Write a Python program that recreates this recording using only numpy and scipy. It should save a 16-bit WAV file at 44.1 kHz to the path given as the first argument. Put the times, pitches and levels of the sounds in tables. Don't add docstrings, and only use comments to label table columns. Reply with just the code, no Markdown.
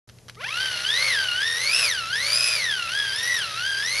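import sys
import numpy as np
from scipy import signal
from scipy.fft import rfft, irfft
from scipy.io import wavfile
from scipy.ndimage import uniform_filter1d, map_coordinates

SR = 44100
rng = np.random.default_rng(int(sys.argv[2]) if len(sys.argv) > 2 else 0)


def store_pcm(level_fs):
    pcm = np.round(np.clip(level_fs, -1, 1) * 32767).astype(np.int16)
    wavfile.write(sys.argv[1], SR, np.atleast_2d(pcm).T)


N = 176400
WHEEL_TEETH, SMALL_TEETH = 43, 16
EASY_HZ = 1921.7


def undb(db):
    return 10 ** (np.asarray(db) / 20)


def unit(x):
    return x / np.sqrt(np.mean(x ** 2))


def at_hz(hz, curve):
    f, db = np.array(curve, float).T
    return undb(np.interp(np.log(np.maximum(hz, 1)), np.log(f), db))


def colour(x, curve):
    size = 2 * N
    cepstrum = irfft(np.log(at_hz(np.arange(N + 1) * SR / size, curve)))
    cepstrum[1:N] *= 2
    cepstrum[N + 1:] = 0
    return irfft(rfft(x, size) * np.exp(rfft(cepstrum)))[:N]


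def wander(teeth, span):
    return unit(map_coordinates(rng.standard_normal(16384), [teeth / span], order=3, mode="wrap"))


def wave(cycles):
    return np.sin(2 * np.pi * (cycles + rng.random()))


# frequency_hz, gain_db
AIR_SPECTRUM = [(20, -14), (40, -7.5), (65, 1.5), (100, 3.5), (150, -0.5), (200, -1), (270, -11.5),
                (450, -7.5), (800, -18), (3000, -24), (6000, -20.5), (8000, -26), (12000, -24)]
def hum_and_air(t, hum_hz=119.8):
    mid, side = (undb(-52) * unit(colour(rng.standard_normal(N), AIR_SPECTRUM)) for _ in range(2))
    hum = np.sqrt(2) * undb(-54.5) * wave(hum_hz * t)
    ears = np.array([[1], [-1]])
    return (mid + hum) * undb(0.55 * ears) + undb(-13.5) * side * ears


# frequency_hz, gain_db
HOUSING_RESPONSE = [(150, -33), (300, -28), (420, -15), (560, -8), (780, -15), (1100, -8), (1500, -1),
                    (2000, -0.5), (2350, -3.5), (2900, -0.5), (3700, -0.5), (4300, -2), (4900, -3),
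                    (6100, -6.5), (6900, -19), (8000, -21.5), (9000, -16.5), (10000, -12.5), (11200, -12.5),
                    (12500, -35.5)]
def housing(force):
    return unit(colour(force, HOUSING_RESPONSE))


# start_s, relative_level_db
CRANK_IMPACTS = [(0.09, -38), (0.096, -33), (.186, -41), (0.283, -29.5), (0.287, -32), (0.297, -25.5),
                 (0.347, -37), (0.354, -40)]
def crank_clicks(t, decay_s=0.0012, tail_s=0.0064):
    envelope = np.zeros(N)
    for start_s, db in CRANK_IMPACTS:
        age = np.maximum(t - start_s, 0)
        decay = np.exp(-age / decay_s) + undb(-10) * np.exp(-age / tail_s)
        envelope += (t >= start_s) * undb(db) * decay
    return undb(-6.5) * envelope * housing(rng.standard_normal(N))


# time_s, pitch_hz
MESH_RATE = [(0.36, 352.3), (0.4, 480), (0.52, 1274), (0.62, 1561), (0.66, 1556), (0.78, 1399),
             (0.84, 1435), (1.0, 2087), (1.06, 2227), (1.12, 2018), (1.16, 1683), (1.18, 1610),
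             (1.32, 1406), (1.4, 1548), (1.46, 1836), (1.56, 1861), (1.68, 2235), (1.76, 2678), (1.8, 2686),
             (1.86, 2435), (1.94, 1639), (2.02, 1341), (2.06, 1303), (2.1, 1398), (2.24, 2146),
             (2.28, 2304), (2.32, 2341), (2.34, 2434), (2.4, 2545), (2.42, 2493), (2.46, 2558),
             (2.56, 2437), (2.58, 2275), (2.66, 1902), (2.74, 1586), (2.8, 1420), (2.88, 1313),
             (2.96, 1632), (3.0, 1681), (3.12, 1553), (3.18, 1791), (3.3, 1968), (3.36, 1905), (3.44, 1409),
             (3.46, 1334), (3.54, 1248), (3.68, 1622), (3.76, 1575), (3.82, 1653), (3.88, 1977),
             (3.98, 2237), (4.0, 2205)]
def mesh_rate(t):
    time_s, pitch_hz = np.array(MESH_RATE, float).T
    return uniform_filter1d(np.interp(t, time_s, pitch_hz), size=900)


# cycles_per_turn, depth_db
WHEEL_RUNOUT = [(1, 1.4), (2, 4.4), (3, 1.5), (4, 1.1)]
def tooth_pressure(hz, teeth):
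    runout = sum(db * wave(k * teeth / WHEEL_TEETH) for k, db in WHEEL_RUNOUT)
    wobble = 0.4 * wave(teeth / SMALL_TEETH)
    play = 1.4 * wander(teeth, span=11)
    return (runout + wobble + play) * (hz / EASY_HZ) ** 0.18


# time_s, tone_db, octave_db, overtones_db, rasp_db
GEAR_LEVELS = [(0.36, -43.5, -60, -35, -50), (0.441, -45.5, -36.5, -36.5, -39),
               (0.6, -27, -29.5, -41, -30.5), (0.8, -39, -36.5, -40, -31), (0.92, -28.5, -24, -34, -31),
               (1.021, -25, -27, -39, -27), (1.2, -23.5, -29.5, -37, -29.5), (1.28, -33, -30, -38, -31.5),
               (1.42, -24.5, -27.5, -36, -32), (1.6, -30, -34, -33.5, -32), (1.7, -26, -26.5, -36.5, -30.5),
               (1.84, -25.5, -24, -30, -26), (1.92, -28, -29, -34.5, -32), (2.08, -34.5, -39.5, -40.5, -35),
               (2.14, -24.5, -29.5, -34, -33.5), (2.26, -30.5, -31, -39.5, -30),
               (2.34, -33, -20, -29.5, -30), (2.46, -28.5, -27.5, -32, -29.5),
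               (2.58, -29.5, -27.5, -37.5, -29), (2.68, -26, -31.5, -40.5, -33.5),
               (2.9, -35.5, -35.5, -41, -33.5), (2.96, -26, -30.5, -37.5, -33),
               (3.2, -33, -33.5, -34.5, -32), (3.32, -21.5, -35, -33, -31.5),
               (3.44, -34.5, -27, -38.5, -31.5), (3.5, -39, -45.5, -45, -32.5),
               (3.66, -26, -30, -35, -34.5), (3.9, -29, -35, -37.5, -33), (4.0, -27, -24.5, -34.5, -31.5)]
def gear_envelopes(t):
    time_s, *columns = np.array(GEAR_LEVELS, float).T
    offsets_db = -0.5, 0, -1.5, -1
    return [undb(np.interp(t, time_s, db) + offset) for db, offset in zip(columns, offsets_db)]


def harmonic(k, mesh, teeth, pressure_db):
    phase = 2 * np.pi * (k * mesh + rng.random())
    scuff = wander(teeth, span=7) * np.sin(phase) + wander(teeth, span=7) * np.cos(phase)
    frayed = np.sin(phase) + undb(-4) * np.sqrt(k / 4) * scuff
    return unit(frayed * undb(pressure_db + 0.73 * k * wander(teeth, span=35)))


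# harmonic_number, relative_level_db
MESH_OVERTONES = [(3, 2), (4, -6.5), (5, -10), (6, -15)]
# frequency_hz, gain_db
OVERTONE_RADIATION = [(1000, -11), (1800, -5), (3200, 0.5), (5000, 1), (6200, -1), (7000, -10), (7900, -10),
                      (9000, -1.5), (10100, 6), (11200, 3), (12500, -6)]
def gear_whine(hz, teeth, pressure_db, tone_gain, octave_gain, overtone_gain):
    slip_rad = 0.32 * wander(teeth, span=22)
    chatter_rad = 0.13 * wander(teeth, span=7)
    sway_rad = 0.22 * wave(2 * teeth / WHEEL_TEETH)
    error_cycles = (slip_rad + chatter_rad + sway_rad) / (2 * np.pi)
    mesh = teeth + error_cycles
    roughness = (hz / EASY_HZ) ** 1.96
    sidebands = sum(wave(teeth + k * teeth / WHEEL_TEETH) for k in range(1, 4)) / np.sqrt(3)
    tone = wave(teeth + roughness * error_cycles) + undb(-10.5) * roughness * sidebands
    tone = unit(tone * undb(0.55 * roughness * pressure_db))
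    octave = harmonic(2, mesh, teeth, pressure_db)
    overtones = sum(undb(db) * at_hz(k * hz, OVERTONE_RADIATION) * harmonic(k, mesh, teeth, pressure_db)
                    for k, db in MESH_OVERTONES)
    return tone * tone_gain + octave * octave_gain + overtones * overtone_gain


def tooth_impacts(teeth, scatter_db):
    tooth = teeth.astype(int)
    force = undb(scatter_db * np.clip(rng.standard_normal(16384), -3, 3))[tooth % 16384]
    return unit(np.diff(tooth, prepend=0) * force * rng.choice([-1, 1], N)), force


def tooth_rasp(teeth, pressure_db):
    ticks, force = tooth_impacts(teeth, scatter_db=3)
    scrape = unit(rng.standard_normal(N) * force)
    return housing((undb(-3.5) * ticks + scrape) * undb(0.31 * pressure_db))


# meshes_per_wheel_turn, relative_level_db
SLOW_MESHES = [(8, -8.5), (11, -6), (19, -10.5), (24, -7.5)]
def slow_gear_drone(hz, teeth, play_cycles=0.27):
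    drone = np.zeros(N)
    for meshes, db in SLOW_MESHES:
        ratio = meshes / WHEEL_TEETH
        cycles = ratio * teeth + play_cycles * wander(teeth, span=45)
        drone += undb(db) * at_hz(ratio * hz, HOUSING_RESPONSE) * wave(cycles)
    return drone


# frequency_hz, gain_db
RATTLE_SPECTRUM = [(300, -27), (1500, -6), (4000, 1), (6000, 4.5), (7500, -13), (10000, 3.5), (12000, -8.5)]
def tooth_rattle(hz, teeth, db_per_octave=15):
    ticks, _ = tooth_impacts(teeth, scatter_db=4.5)
    return unit(colour(ticks, RATTLE_SPECTRUM)) * undb(-39.5 + db_per_octave * np.log2(hz / EASY_HZ))


def noise_tail(t, t60_s=0.2):
    return rng.standard_normal(N) * np.exp(-np.log(1000) * t / t60_s)


def room(t, direct):
    tail = noise_tail(t) * (t > 0.003)
    return direct + undb(-16) * signal.fftconvolve(direct, tail / np.linalg.norm(tail))[:N]


# frequency_hz, side_gain_db
STEREO_WIDTH = [(100, -20), (500, -19.5), (1400, -44), (3000, -49), (4500, -27), (6000, -12), (8000, -6.5),
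                (10000, -9.5), (12000, -8)]
# frequency_hz, difference_db
LEVEL_DIFFERENCE = [(60, -2), (110, 1.5), (190, 1.0), (350, -1.5), (630, 1), (1130, 0.5), (2030, 1.5),
                    (3660, 0), (6590, 1.5), (11800, 0.5)]
# frequency_hz, lead_rad
PHASE_LEAD = [(0, 0), (5860, -0.034), (7320, -0.2), (9130, -0.1), (10200, -0.24), (12100, -0.25)]
def stereo_image(t, x):
    hz, ears = np.arange(N // 2 + 1) * SR / N, np.array([[1], [-1]])
    spectrum, tail = rfft(x), noise_tail(t)
    side = spectrum * rfft(tail / np.linalg.norm(tail)) * at_hz(hz, STEREO_WIDTH)
    lead_hz, lead_rad = np.array(PHASE_LEAD).T
    lead = np.interp(np.log(hz + 1), np.log(lead_hz), lead_rad)
    balance = at_hz(hz, LEVEL_DIFFERENCE) ** (ears / 2)
    return irfft(spectrum * balance * np.exp(1j * ears * lead / 2) + ears * side, N)


def scene():
    t = np.arange(N) / SR
    hz = mesh_rate(t)
    teeth = np.cumsum(hz) / SR
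    pressure_db = tooth_pressure(hz, teeth)
    tone_gain, octave_gain, overtone_gain, rasp_gain = gear_envelopes(t)
    gears = gear_whine(hz, teeth, pressure_db, tone_gain, octave_gain, overtone_gain)
    gears += rasp_gain * (tooth_rasp(teeth, pressure_db) + slow_gear_drone(hz, teeth))
    gears += tooth_rattle(hz, teeth)
    spin_up = np.clip((t - MESH_RATE[0][0]) / 0.05, 0, 1)
    flashlight = crank_clicks(t) + spin_up * gears
    fade_in = np.clip((t - 0.074) / 0.0018, 0, 1)
    return (stereo_image(t, room(t, flashlight)) + hum_and_air(t)) * fade_in


def record(dry, cutoff_hz=11900):
    return signal.sosfilt(signal.ellip(10, 0.2, 80, cutoff_hz, fs=SR, output="sos"), dry)


dry = scene()
out = record(dry)
store_pcm(out)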